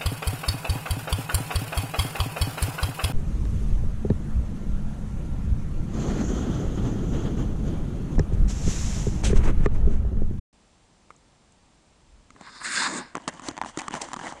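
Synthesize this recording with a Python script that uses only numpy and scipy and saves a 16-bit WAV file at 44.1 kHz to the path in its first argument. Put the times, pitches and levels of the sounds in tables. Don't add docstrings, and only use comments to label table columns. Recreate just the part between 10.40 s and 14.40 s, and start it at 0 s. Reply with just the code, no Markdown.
import sys
import numpy as np
from scipy import signal
from scipy.fft import rfft, irfft
from scipy.io import wavfile
from scipy.ndimage import uniform_filter1d

SR = 44100
rng = np.random.default_rng(int(sys.argv[2]) if len(sys.argv) > 2 else 0)


def generate_wav(sig):
    pcm = np.round(np.clip(np.atleast_2d(sig).T, -1, 1) * 32767).astype(np.int16)
    wavfile.write(sys.argv[1], SR, pcm)


def magnitude_from_level(level_db):
    exponent = np.asarray(level_db, float) / 20
    return 10 ** exponent


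N = 176400


def rms_one(x):
    return x / np.sqrt(np.mean(x ** 2) + 1e-20)


def in_time(rows):
    s, *columns = np.transpose(rows)
    return [np.interp(np.arange(N) / SR, s, c) for c in columns]


def drift(rate_hz):
    r = np.exp(-2 * np.pi * rate_hz / SR)
    noise = rng.standard_normal(N + SR)
    return rms_one(signal.lfilter([1], [1, -2 * r, r * r], noise)[SR:])


def resonate(x, peaks, patchy_db=0.):
    out = 0
    for k, (hz, width_hz, db) in enumerate(peaks):
        r = np.exp(-np.pi * width_hz / SR)
        b = [1, 0.02, -1.058]
        a = [1, -2 * r * np.cos(2 * np.pi * hz / SR), r * r]
        flicker = magnitude_from_level(patchy_db * drift(15.0)) if patchy_db else 1
        mode = rms_one(signal.lfilter(b, a, signal.lfilter(b, a, x)))
        out = out + (-1) ** k * magnitude_from_level(db) * flicker * mode
    return rms_one(out)


def grains(spread_db, clump_db):
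    grains_per_s = 4000
    sizes = magnitude_from_level(spread_db * np.minimum(rng.exponential(1, N), 5)) * rng.choice([-1, 1], N)
    chips = sizes * (rng.random(N) < grains_per_s / SR) * magnitude_from_level(clump_db * drift(28))
    return rms_one(chips + 0.44 * rng.standard_normal(N))


# (frequency [Hz], density [dB per Hz])
AIR_SPECTRUM = [(24, -34.5), (45, -4.5), (200, -4.5), (420, -12.5), (900, -12), (1450, -19.5),
                (7400, -23.5), (10200, -24)]
# (frequency [Hz], rms level [dB])
CAMERA_WHINE = [(7511, -79), (7537, -85.5)]
# (time [s], level [dB])
WIND_RUMBLE = [
    (0, -64),
    (1.62, -65),
    (1.75, -52),
    (1.88, -61),
    (2.8, -63),
    (3.1, -52),
    (3.4, -57.5),
    (4, -54),
]


def background():
    hz = np.maximum(np.arange(N // 2 + 1) * SR / N, 20)
    air_hz, air_db = np.transpose(AIR_SPECTRUM)
    shape = magnitude_from_level(np.interp(np.log(hz), np.log(air_hz), air_db))
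    air = magnitude_from_level(-59.5) * rms_one(irfft(rfft(rng.standard_normal(N)) * shape, N))
    t = np.arange(N) / SR
    whine = sum(np.sqrt(2) * magnitude_from_level(db) * np.sin(2 * np.pi * f * t) for f, db in CAMERA_WHINE)
    low_band = signal.butter(2, [18, 66], "band", fs=SR, output="sos")
    wind = rms_one(signal.sosfilt(low_band, rng.standard_normal(N)))
    gusts_db = in_time(WIND_RUMBLE)[0] - 3.0 + drift(5.2)
    return air + whine + magnitude_from_level(gusts_db) * wind


def strike(times, levels_db, modes, pitch_spread):
    rise_s = 0.00047
    out, t = np.zeros(N), np.arange(SR // 10) / SR
    hz, mode_db, t60 = np.transpose(modes)[:, :, None]
    luck_of_all = rng.standard_normal((len(times), 3, len(modes), 1))
    for s, db, luck in zip(times, levels_db, luck_of_all):
        decay = magnitude_from_level(db + mode_db + 2 * luck[0] - 60 * t / t60)
        pitch = hz * np.exp(pitch_spread * luck[1])
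        rings = decay * np.sin(2 * np.pi * pitch * t + 3.95 + 0.49 * luck[2])
        knock = rings.sum(axis=0) * (1 - np.exp(-t / rise_s))
        at = int((s + .0007) * SR)
        out[at:at + len(t)] += knock[:N - at]
    return out


# (time [s], peak [dB], thud [dB],
# crack [dB])
SKATER_KNOCKS = [(0.704, -31.5, -28.5, -26), (0.71, -45, -9.5, -14), (1.904, -36.5, -14, -18),
                 (1.962, -37, -15, -32), (2.01, -30, -13.5, -18), (2.02, -37, -17, -25),
                 (2.213, -35, -31, -22), (2.275, -43, 1, -17), (2.747, -35, -5.5, -36),
                 (2.752, -12, -20.5, -22.5), (2.762, -20, -33, -46), (2.769, -22.5, -8.5, -19),
                 (2.778, -25, -33, -33), (2.804, -38, -17, -21), (2.819, -42, -13, -14),
                 (2.838, -45.5, -7, -16), (2.874, -40.5, -2, -35), (2.8772, -12, -15, -14),
                 (2.937, -35.5, -9.5, -12.5), (2.995, -24, -20, -22.5), (3.005, -40, -17, -33),
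                 (3.019, -32, -14, -15), (3.085, -23, -6.5, -6.5), (3.111, -26.5, -11.5, -20),
                 (3.167, -26, -22, -18), (3.177, -18, -17.5, -21), (3.186, -25, -47, -26),
                 (3.214, -12.5, -22, -20.5), (3.223, -21, -26, -26), (3.236, -23, -13.5, -29),
                 (3.246, -23, -18.5, -24), (3.26, -23.5, -22, -22.5), (3.373, -19, -9, -11.5),
                 (3.405, -27, -44, -10), (3.416, -20.5, -25.5, -16), (3.481, -14, -25, -21),
                 (3.507, -22.5, -16, -20), (3.517, -25, -25, -24), (3.539, -13, -19.5, -22),
                 (3.551, -19, -17.5, -18), (3.605, -26, -58, -39), (3.686, -28.5, -20, -19),
                 (3.716, -27.5, -23, -21), (3.732, -14.5, -22, -19.5), (3.74, -16, -30, -23.5),
                 (3.763, -23, -17, -18), (3.768, -27, -14, -18), (3.791, -22.5, -22, -22),
                 (3.796, -24, -19, -22), (3.812, -23.5, -16, -26), (3.847, -38, -28, -13),
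                 (3.867, -34.5, -10, -8), (3.889, -37, -8, -7), (3.923, -24, -18, -17.5)]
# (time [s], level [dB])
ICE_TICKS = [
    (0.763, -55),
    (1.122, -54),
    (2.585, -30.5),
    (2.745, -54),
    (2.782, -54),
    (2.84, -67),
    (3.296, -45),
    (3.89, -61),
]
# (frequency [Hz], level [dB], T60 [s])
STICK_MODES = [(1260, 2.5, 0.012), (1500, -9, 0.01), (1700, -5, 0.0074), (2140, -3.5, 0.011),
               (860, -7.5, .008), (550, -5, 0.007)]
# (frequency [Hz], level [dB], T60 [s])
KNOCK_MODES = [(440, -13, 0.0055), (590, -11, 0.0081), (826, -3.5, 0.014), (1000, 2.5, 0.011),
               (1333, -9.5, 0.016), (1700, -1.5, 0.0064), (2250, -6.5, 0.004), (2880, -11, 0.0064)]
# (frequency [Hz], level [dB], T60 [s])
THUD_MODES = [(165, 2, 0.033), (261, 5.5, 0.038), (344, 2, 0.028), (483, 0.5, 0.015)]
# (frequency [Hz], width [Hz], level [dB])
SPRAY_HISS = [(4120, 4150, 4), (6150, 550, 2.5), (6770, 2500, 4.5), (10100, 10000, -1.5)]
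# (frequency [Hz], width [Hz], level [dB])
HIGH_HISS = [(6910, 1400, 0.022), (8350, 1800, -1.5)]


def knocks():
    stick_taps, pitch_spread = 3, 0.092
    crack_db, crack_s = 3, 0.00089
    s, db, thud_db, split_db = np.transpose(SKATER_KNOCKS)
    tick_s, tick_db = np.transpose(ICE_TICKS)

    clicks, fade = np.full((2, N), 1e-18), np.exp(-1 / (crack_s * SR))
    clicks[0, ((s + .0006) * SR).astype(int)] = magnitude_from_level(db + split_db + crack_db)
    clicks[1, (tick_s * SR).astype(int)] = magnitude_from_level(tick_db)
    crack, tick = signal.lfilter([np.e * (1 - fade)], [1, -2 * fade, fade ** 2], clicks)
    noise = rng.standard_normal(N)
    splitting = crack * resonate(noise, SPRAY_HISS, 2)
    ticking = tick * resonate(noise, HIGH_HISS, 4.4)

    stick = strike(s[:stick_taps], db[:stick_taps], STICK_MODES, 0.041)
    blade = strike(s[stick_taps:], db[stick_taps:] - 3.0, KNOCK_MODES, pitch_spread)
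    thud = strike(s, db + thud_db, THUD_MODES, pitch_spread)
    return stick + blade + thud + splitting + ticking


def gliding(x, hz):
    centres = np.geomspace(850, 1400, num=6)
    place = np.interp(np.log(hz), np.log(centres), np.arange(6))
    out = 0
    for k, centre in enumerate(centres):
        share = np.sqrt(np.clip(1 - abs(place - k), 0, 1))
        out = out + share * resonate(np.roll(x, 999 * k), [(centre, 460, 0)])
    return out


# (time [s], level [dB], sheet thud [dB], mid hiss [dB], top hiss [dB])
TURN_LEVELS = [(1.95, -66, 12.5, -11, -10), (2.04, -52, -14, -6, -9.5), (2.085, -43.5, -14, -10.5, -18),
               (2.106, -53, -2.5, -2.5, -4.5), (2.175, -47.5, -13, -2, -10.5), (2.2, -50.5, -4, 3, -4),
               (2.214, -37.5, -17, -11, -19), (2.234, -43.5, -15, -7, -2), (2.25, -31.5, -17, -5.5, -2),
               (2.295, -35, -16, -5.5, -6), (2.34, -30.5, -18, -5, -2), (2.4, -28, -12.5, -3.5, -6),
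               (2.47, -27.5, -15, -5, -7.5), (2.492, -39.5, 3, -6, 0), (2.58, -36, 0, -7.5, -1),
               (2.61, -39, -2, -10.5, -13), (2.635, -45.5, -5.5, -7, -17), (2.74, -60.5, -6, -11, -9)]
# (time [s], frequency [Hz], ring level [dB], finest spray [dB], blade [dB])
TURN_RING = [
    (2.0, 1040, -4.5, -26, -2.5),
    (2.2, 1110, -3, -10.5, -4),
    (2.27, 1125, -7.5, -9.5, -0.5),
    (2.33, 1240, -10, -4.5, -1.5),
    (2.4, 1096, -6, -13.5, -1.5),
    (2.47, 1020, -1.5, -17, -2),
    (2.52, 1030, 1.5, -25, -2.5),
    (2.62, 923, -5.5, -19, -4),
    (2.74, 1000, -0.5, -26, -2),
]
# (frequency [Hz], width [Hz], level [dB])
BLADE_BODY = [(1584, 380, 4.5), (2060, 510, -1.5), (2640, 970, -5)]
# (frequency [Hz], width [Hz], level [dB])
ICE_SHEET = [(179, 193, -2), (258.3, 112, 1), (344, 130, -7.5)]
# (frequency [Hz], width [Hz], level [dB])
SHAVING_HISS = [(3615, 340, -0.19), (4160, 890, -0.51), (4980, 910, 0.56)]
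# (frequency [Hz], width [Hz], level [dB])
FINEST_SPRAY = [(9300, 2600, 0)]


def turn():
    patchy_db = 1.3
    db, thud_db, mid_db, top_db = in_time(TURN_LEVELS)
    hz, ring_db, fine_db, blade_db = in_time(TURN_RING)
    chips = grains(spread_db=3, clump_db=.9)
    blade = magnitude_from_level(blade_db) * resonate(chips, BLADE_BODY, patchy_db)
    ring = magnitude_from_level(ring_db + 1.5 * drift(20.5)) * gliding(chips, hz)
    sheet = magnitude_from_level(thud_db) * resonate(chips, ICE_SHEET + [(564, 270, -6.0)], 1.2)
    mid = magnitude_from_level(mid_db + 0.55 * drift(21)) * resonate(np.roll(chips, 20), SHAVING_HISS, patchy_db)
    top = magnitude_from_level(top_db + 0.58 * drift(27)) * resonate(np.roll(chips, 40), HIGH_HISS, patchy_db)
    spray = magnitude_from_level(fine_db) * resonate(chips[::-1], FINEST_SPRAY, 2.2)
    t = np.arange(N) / SR
    in_contact = (t > TURN_LEVELS[0][0]) * (t < TURN_LEVELS[-1][0])
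    return magnitude_from_level(db) * (blade + ring + sheet + mid + top + spray) * in_contact


# (start [s], length [s], level [dB], thud [dB], hiss [dB])
STRIDE_STROKES = [(2.747, 0.11, -52.5, -5.5, -11.5), (2.876, 0.013, -29, -9.5, -5.5),
                  (2.883, 0.09, -47.5, -3.5, -9), (3.019, 0.046, -43, -5, -5.5),
                  (3.058, 0.034, -40, -31, -3.5), (3.069, 0.1, -50.5, -5, -14),
                  (3.245, 0.049, -41.5, -6.5, -5), (3.32, 0.11, -44.5, -21, -12.5),
                  (3.385, 0.0089, -40, 3, 9), (3.393, 0.096, -52.5, 4, -9), (3.515, 0.054, -34, -6.5, -8),
                  (3.596, 0.053, -41, -12, -4), (3.613, 0.0072, -37.5, -6.5, 9.5),
                  (3.616, 0.11, -47.5, -4, -8.5), (3.743, 0.15, -44.5, -7.5, -6),
                  (3.821, 0.078, -42.5, -6.5, -15.5), (3.943, 0.06, -50, -13, -14)]
# (frequency [Hz], width [Hz], level [dB])
CRUNCH_RING = [(557, 520, -1.5), (982, 370, 0.5), (1370, 1480, -1.5), (1963, 980, -1.5), (3030, 590, -8),
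               (3730, 1000, -22.5)]


def strokes():
    rise, fall = 0.57, 0.34
    t, ring, thud, hiss = np.arange(N) / SR, 0, 0, 0
    for s, length, db, thud_db, hiss_db in STRIDE_STROKES:
        swell = np.clip((t - s) / (rise * length), 0, 1)
        release = np.exp(-np.clip(t - s - length, 0, 1) / (fall * length))
        shape = magnitude_from_level(db) * swell * release
        ring = ring + shape
        thud = thud + shape * magnitude_from_level(thud_db)
        hiss = hiss + shape * magnitude_from_level(hiss_db)
    crunch = grains(spread_db=4, clump_db=2.2)
    spray = rms_one(grains(spread_db=2.5, clump_db=1.5) + .4 * crunch)
    ringing = ring * resonate(crunch, CRUNCH_RING, 2.6)
    thudding = thud * resonate(crunch, ICE_SHEET, 1.1)
    return ringing + thudding + hiss * resonate(spray, SPRAY_HISS, 1.3)


# (delay [s], level [dB])
BOARD_REFLECTIONS = [
    (0.02, -28),
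    (0.046, -27),
]


def scene():
    no_rumble = signal.butter(2, 125., "high", fs=SR, output="sos")
    skater = signal.sosfilt(no_rumble, knocks() + turn() + strokes())
    dull = signal.lfilter([.4], [1, -.6], skater)
    echoes = sum(magnitude_from_level(db) * np.roll(dull, int(s * SR)) for s, db in BOARD_REFLECTIONS)
    return (background() + skater + echoes)[None]


def gated_treble(x):
    edge_hz, edge_db_per_khz2 = 9650, 48
    gate_db, gate_from_hz, heard_db = -15.5, 3500, -109
    hz, _, z = signal.stft(x, SR, nperseg=512)
    above_khz = np.clip(hz - edge_hz, 0, 3000)[:, None] / 1000
    z = z * magnitude_from_level(-edge_db_per_khz2 * above_khz ** 2)
    power = abs(z) ** 2
    band = uniform_filter1d(power, size=15, axis=1)
    before = np.maximum(np.roll(band, 1, axis=2), np.roll(band, 2, axis=2))
    strong_enough = band > before * magnitude_from_level(gate_db) ** 2
    audible = uniform_filter1d(power, size=3, axis=1) > magnitude_from_level(heard_db) ** 2
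    keep = (strong_enough & audible) | (hz[:, None] < gate_from_hz)
    return signal.istft(z * keep, SR, nperseg=512)[1][:, :N]


def band_limit(x):
    return signal.sosfilt(signal.butter(12, 12470, fs=SR, output="sos"), x)


def record(dry):
    start_s, fade_s = .128, 0.00091
    x = dry * np.clip((np.arange(N) / SR - start_s) / fade_s, 0, 1)
    shoulder = signal.butter(2, 9070, fs=SR, output="sos")
    x = gated_treble(signal.sosfilt(shoulder, x))
    image_band = signal.butter(3, [11300, 12200], "band", fs=SR, output="sos")
    image = signal.sosfilt(image_band, x * (-1.) ** np.arange(N))
    return band_limit(x + magnitude_from_level(-18.5) * image)


dry = scene()
out = record(dry)
generate_wav(out)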